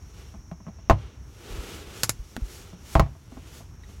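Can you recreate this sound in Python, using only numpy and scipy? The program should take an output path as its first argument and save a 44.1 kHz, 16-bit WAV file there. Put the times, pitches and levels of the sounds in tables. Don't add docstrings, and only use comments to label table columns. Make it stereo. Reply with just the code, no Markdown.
import sys
import numpy as np
from scipy import signal
from scipy.fft import irfft
from scipy.io import wavfile
from scipy.ndimage import uniform_filter1d, minimum_filter1d

SR = 44100
rng = np.random.default_rng(int(sys.argv[2]) if len(sys.argv) > 2 else 0)


def store_pcm(level_fs):
    pcm = np.round(np.clip(level_fs, -1, 1) * 32767).astype(np.int16)
    wavfile.write(sys.argv[1], SR, np.atleast_2d(pcm).T)


N = 176400
RING_T_S = np.arange(SR // 2) / SR


def amp(db):
    return 10 ** (np.asarray(db) / 20)


def pan(db):
    return amp(np.array([[db], [-db]]) / 2)


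def add(out, start_s, sound):
    i = int(start_s * SR)
    out[:, i:i + sound.shape[1]] += sound[:, :N - i]


def envelope(points):
    return amp(np.interp(np.arange(N) / SR, *np.array(points).T))


def wander(rate_hz):
    hold = int(SR / rate_hz)
    steps = np.repeat(rng.standard_normal(N // hold + 1), hold)
    return np.sqrt(2) * uniform_filter1d(steps, hold)[:N]


def decay(t60_s):
    return np.exp(-np.log(1000) * RING_T_S / t60_s)


def noise(spectrum, size=N, wide_hz=453):
    hz = np.maximum(np.fft.rfftfreq(size, 1 / SR), 1)
    points_hz, db = np.array(spectrum).T
    colour = amp(np.interp(np.log(hz), np.log(points_hz), db))
    mid, side = np.exp(2j * np.pi * rng.random((2, len(hz))))
    stereo = mid + np.array([[1], [-1]]) * side * np.sqrt(hz / (hz + wide_hz))
    x = irfft(stereo * colour, size)
    return x / x.std()


def burst(spectrum, t60_s):
    return noise(spectrum, len(RING_T_S)) * decay(t60_s)


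def ring(modes, left_lag_s=0.00031):
    heard_s = RING_T_S + np.array([[-left_lag_s], [left_lag_s]]) / 2
    out = np.zeros_like(heard_s)
    for hz, db, t60_s in modes:
        onset = 1 - np.exp(-(2 * np.pi * hz * RING_T_S) ** 2)
        out += amp(db) * onset * decay(t60_s) * np.sin(2 * np.pi * hz * heard_s)
    return out


# f/Hz, level/dB
RUMBLE_SPECTRUM = [(20, -30.5), (40, -5), (70, 0.5), (110, -8), (170, -15.5), (300, -22.5), (500, -35),
                   (1000, -32.5), (2500, -42.5), (4500, -76), (9000, -60), (16000, -58.5)]
HISS_SPECTRUM = [(4200, -63), (5100, -7.5), (5550, 11.5), (6100, 5), (6800, 0), (8000, -43), (11000, -48)]
# t/s, level/dB
HISS_SWELL = [(0, 1), (.85, 0), (1.0, -2.5), (2.8, 0), (3.1, -7.5), (3.499, -3.5), (4, -1.5)]

def background():
    rumble = amp(-44.5 + 1.25 * wander(rate_hz=20)) * noise(RUMBLE_SPECTRUM)
    hiss = amp(-60.5) * envelope(HISS_SWELL) * noise(HISS_SPECTRUM)
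    return rumble + hiss


# t/s, level/dB
BUMPS = [(1.503, -25.5), (1.531, -23), (1.583, -22), (2.192, -23.5), (2.419, -15.5)]

def hand_bumps():
    out = np.zeros((2, N))
    for start_s, db in BUMPS:
        add(out, start_s, ring([(49, db, 0.13)]))
    return out


# f/Hz, level/dB
RUB_SPECTRUM = [(60, -22), (110, -2.5), (200, -2.5), (300, -3.5), (400, 6), (600, -10), (1100, -11),
                (1320, -7.5), (1550, -12), (2000, -13), (3000, -10.5), (5000, -20), (7000, -24.5),
                (16000, -45.5)]
SWISH_SPECTRUM = [(1500, 5), (4000, 6.5), (6800, 8.5), (9000, 2.5), (11500, 3), (16000, -4.5)]
# t/s, level/dB
RUB_STROKES = [(0, -66), (.2, -51), (.33, -57.5), (.45, -75), (.88, -58), (1.03, -48), (1.13, -55),
               (1.24, -65), (1.49, -42), (1.72, -39.5), (1.85, -45.5), (2.0, -42.5), (2.16, -58),
               (2.3, -59.5), (2.38, -53.5), (2.53, -49.5), (2.68, -49), (2.77, -57.5), (2.91, -52.5),
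               (3.05, -53), (3.16, -66.5), (3.35, -54), (3.57, -51.5), (3.76, -67.5), (3.9, -54.5),
               (4, -60)]
SWISH_STROKES = [(0, -65.5), (.2, -57), (.42, -67), (.9, -71.5), (1.08, -69.5), (1.25, -65.5), (1.5, -49),
                 (1.75, -45.5), (1.85, -54), (2.02, -42.5), (2.16, -60), (2.32, -55.5), (2.38, -60),
                 (2.53, -44.5), (2.7, -55.5), (2.76, -65.5), (2.93, -42), (3.04, -65), (3.22, -62.5),
                 (3.42, -58.5), (3.58, -48), (3.64, -59.5), (3.78, -68), (3.9, -58), (4, -61.5)]

def sleeve():
    grain = amp(0.75 * wander(rate_hz=59.95))
    rub = envelope(RUB_STROKES) * noise(RUB_SPECTRUM)
    swish = envelope(SWISH_STROKES) * noise(SWISH_SPECTRUM)
    return grain * (rub + swish)


# t/s, level/dB
TINKS = [(3.836, -46.5)]
# f/Hz, level/dB, T60/s
BIT_MODES = [(1934, 9.5, 0.08), (2180, -9, 0.078), (3800, -5, 0.071)]

def tool_tink():
    out = np.zeros((2, N))
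    for start_s, db in TINKS:
        add(out, start_s, amp(db) * ring(BIT_MODES))
    return out


# t/s, level/dB, pan L-R/dB
SLIPS = [(2.3657, -20, -7.5)]
# f/Hz, level/dB
SLIP_SPECTRUM = [(150, 4), (400, 0), (750, -2), (1900, -0.5), (2800, -13), (4500, -22), (7000, -24),
                 (16000, -62)]

def bit_slip():
    out = np.zeros((2, N))
    for start_s, db, pan_db in SLIPS:
        tick = burst(SLIP_SPECTRUM, t60_s=0.01)
        tail = amp(-16) * burst(SLIP_SPECTRUM, t60_s=0.024)
        add(out, start_s, pan(pan_db) * amp(db) * (tick + tail))
    return out


# t/s, crack/dB, ring/dB, thud/dB, pan L-R/dB
SNAPS = [(2.0337, -6, -18.5, -25, 3.5), (2.0936, -7, -23.5, -25.5, 3)]
# f/Hz, level/dB
STEEL_SPECTRUM = [(200, -2.5), (550, -7), (950, -1), (1500, -3), (2200, -2.5), (2700, -10.5), (3500, -12.5),
                  (4400, -5.5), (5100, 1), (5900, -4.5), (6800, 3), (7800, -7), (9300, -8.5), (10500, -1.5),
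                  (12500, -11), (15500, -18)]
# f/Hz, level/dB, T60/s
SOCKET_MODES = [(1686, -1.5, .05), (2370, 3.5, 0.031), (3800, 7, 0.045), (5500, -6, 0.079),
                (4880, 1, 0.055), (5950, -17, 0.032), (7200, -28.5, 0.044), (7420, -5, 0.14),
                (7800, -1, 0.042), (9313, -13, .04), (10350, 5.5, .05), (11020, -8, .06), (14400, -15, .05)]
CRACK_T60_S = 0.013

def ratchet_snaps():
    out = np.zeros((2, N))
    for start_s, crack_db, ring_db, thud_db, pan_db in SNAPS:
        tail = burst(STEEL_SPECTRUM, t60_s=0.072) + amp(-13.5) * ring(SOCKET_MODES)
        steel = amp(crack_db) * burst(STEEL_SPECTRUM, CRACK_T60_S) + amp(ring_db) * tail
        thud = ring([(109.7, thud_db, 0.14)])
        add(out, start_s, pan(pan_db) * steel + thud)
    return out


# f/Hz, level/dB
CLATTER_SPECTRUM = [(100, 7), (300, -6.5), (520, 3.5), (750, 5), (1100, 1.5), (1500, -12.5), (2200, -10.5),
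                    (3500, -22), (7000, -30.5), (9000, -38), (16000, -57)]
# f/Hz, level/dB, T60/s
PANEL_MODES = [(322, -6, 0.14), (414, -1.5, 0.083), (533, -25, 0.072), (662.3, 8, 0.073),
               (758, -48.5, 0.026), (896, -9, 0.12), (1051, 1.5, 0.039), (1215, -5.5, 0.029),
               (1249, -10, 0.094), (1436, -29, 0.1036), (1496, -10.5, 0.097), (1954, -15, 0.061)]
BLOW_MODES = [(374, -13, 0.033), (552, -6, 0.013), (765, 1.5, 0.022), (1044.3, -4, 0.062),
              (1880, -18.5, .015)]
SCREW_MODES = [(1090, -3.5, 0.026), (1226, -11, .035)]

def struck_panel(clatter_db, ring_db, blow_db, screw_db):
    clatter = burst(CLATTER_SPECTRUM, t60_s=0.094)
    tail = amp(-19.5) * burst(CLATTER_SPECTRUM, t60_s=0.24)
    panel = amp(ring_db) * ring(PANEL_MODES) + amp(blow_db) * ring(BLOW_MODES)
    screw = amp(screw_db) * ring(SCREW_MODES)
    return amp(clatter_db) * (clatter + tail) + panel + screw


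# t/s, level/dB, thud/dB, thud f/Hz, pan L-R/dB
TAPS = [(0.341, -44.5, -37, 201, 11.5), (0.5146, -36, -25, 168.3, 6), (0.603, -49, -40.5, 197, 6),
        (0.667, -40, -29, 171, 7), (0.681, -37.5, -31, 210, 3.5), (0.786, -47.5, -42, 118.7, 6),
        (2.373, -58, -27.5, 238, 10), (2.731, -49, -35.5, 176, 12), (3.063, -36.5, -45, 130, 3),
        (3.152, -49, -41, 141, 7), (3.321, -47, -35.5, 247, 10.5), (3.37, -42.5, -33.5, 257, 7.5),
        (3.606, -47.5, -42.5, 259, 11), (3.891, -54, -40.5, 201, 1)]

def bit_taps(thud_lag_s=0.0032, thud_t60_s=0.089):
    out = np.zeros((2, N))
    for start_s, db, thud_db, thud_hz, pan_db in TAPS:
        body = struck_panel(clatter_db=-5.5, ring_db=-10, blow_db=-8, screw_db=-7.5)
        thud = ring([(thud_hz, thud_db, thud_t60_s)], left_lag_s=0.00051)
        add(out, start_s, pan(pan_db) * amp(db) * body)
        add(out, start_s + thud_lag_s, pan(pan_db) * thud)
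    return out


# t/s, clatter/dB, ring/dB, blow/dB, screw/dB, boom/dB, tick/dB, steel/dB, pan L-R/dB
KNOCKS = [(0.8979, -13.5, -20.5, -9, -16, -33, -20, -45, -0.5),
          (0.9006, -15, -24, -9.5, -12, -15, -33, -39, 1.5),
          (0.9101, -24.5, -39, -8, -11, -21, -50, -61.5, -4),
          (2.9531, -13.5, -20, -13, -10, -16.5, -40, -45, -5.5),
          (2.9963, -14.5, -20, -5.5, -6.5, -15.5, -21, -26, 0)]
# f/Hz, level/dB
TICK_SPECTRUM = [(300, -38), (1200, 7), (3000, -4), (4500, -5), (6800, -3.5), (8500, -37.5), (16000, -6)]
# f/Hz, level/dB, T60/s
BOOM_MODES = [(58.7, 5.5, 0.239), (72, 3, 0.17), (100.25, -0.5, 0.23), (133.6, -1.5, 0.24),
              (165, -1, 0.135), (200, -12, 0.16)]

def bit_knocks(boom_lag_s=0.0036):
    out = np.zeros((2, N))
    for start_s, clatter_db, ring_db, blow_db, screw_db, boom_db, tick_db, steel_db, pan_db in KNOCKS:
        body = struck_panel(clatter_db, ring_db, blow_db, screw_db)
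        tick = amp(tick_db) * burst(TICK_SPECTRUM, t60_s=0.022)
        crack = amp(steel_db) * burst(STEEL_SPECTRUM, CRACK_T60_S)
        add(out, start_s, pan(pan_db) * (body + tick + crack))
        add(out, start_s + boom_lag_s, amp(boom_db) * ring(BOOM_MODES))
    return out


# left lag/s, right lag/s, level/dB
ECHOES = [(.0014, 0.0062, -16), (.0036, 0.0034, -17), (.0068, .0059, -22), (0.0101, .0089, -16.5)]

def with_echoes(direct):
    out = direct.copy()
    for left_s, right_s, db in ECHOES:
        for channel, lag_s in enumerate((left_s, right_s)):
            lag = int(SR * lag_s) + 1
            out[channel, lag:] += amp(db) * direct[channel, :-lag]
    return out


def scene():
    tool = bit_knocks() + bit_taps() + ratchet_snaps() + bit_slip() + tool_tink()
    return with_echoes(tool + sleeve() + hand_bumps()) + background()


def record(dry):
    low_cut_hz, high_cut_hz = 25, 16100
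    limit_db, limit_window_s = 1.5, 0.00067
    low_cut = signal.butter(2, low_cut_hz, "high", fs=SR, output="sos")
    high_cut = signal.ellip(8, .2, 70, high_cut_hz, fs=SR, output="sos")
    x = signal.sosfilt(low_cut, dry)
    span = int(limit_window_s * SR) + 1
    max_gain = np.minimum(1, amp(limit_db) / (np.abs(x) + 1e-9))
    gain = uniform_filter1d(minimum_filter1d(max_gain, span, axis=1), span, axis=1)
    return signal.sosfilt(high_cut, x * gain)


dry = scene()
out = record(dry)
store_pcm(out)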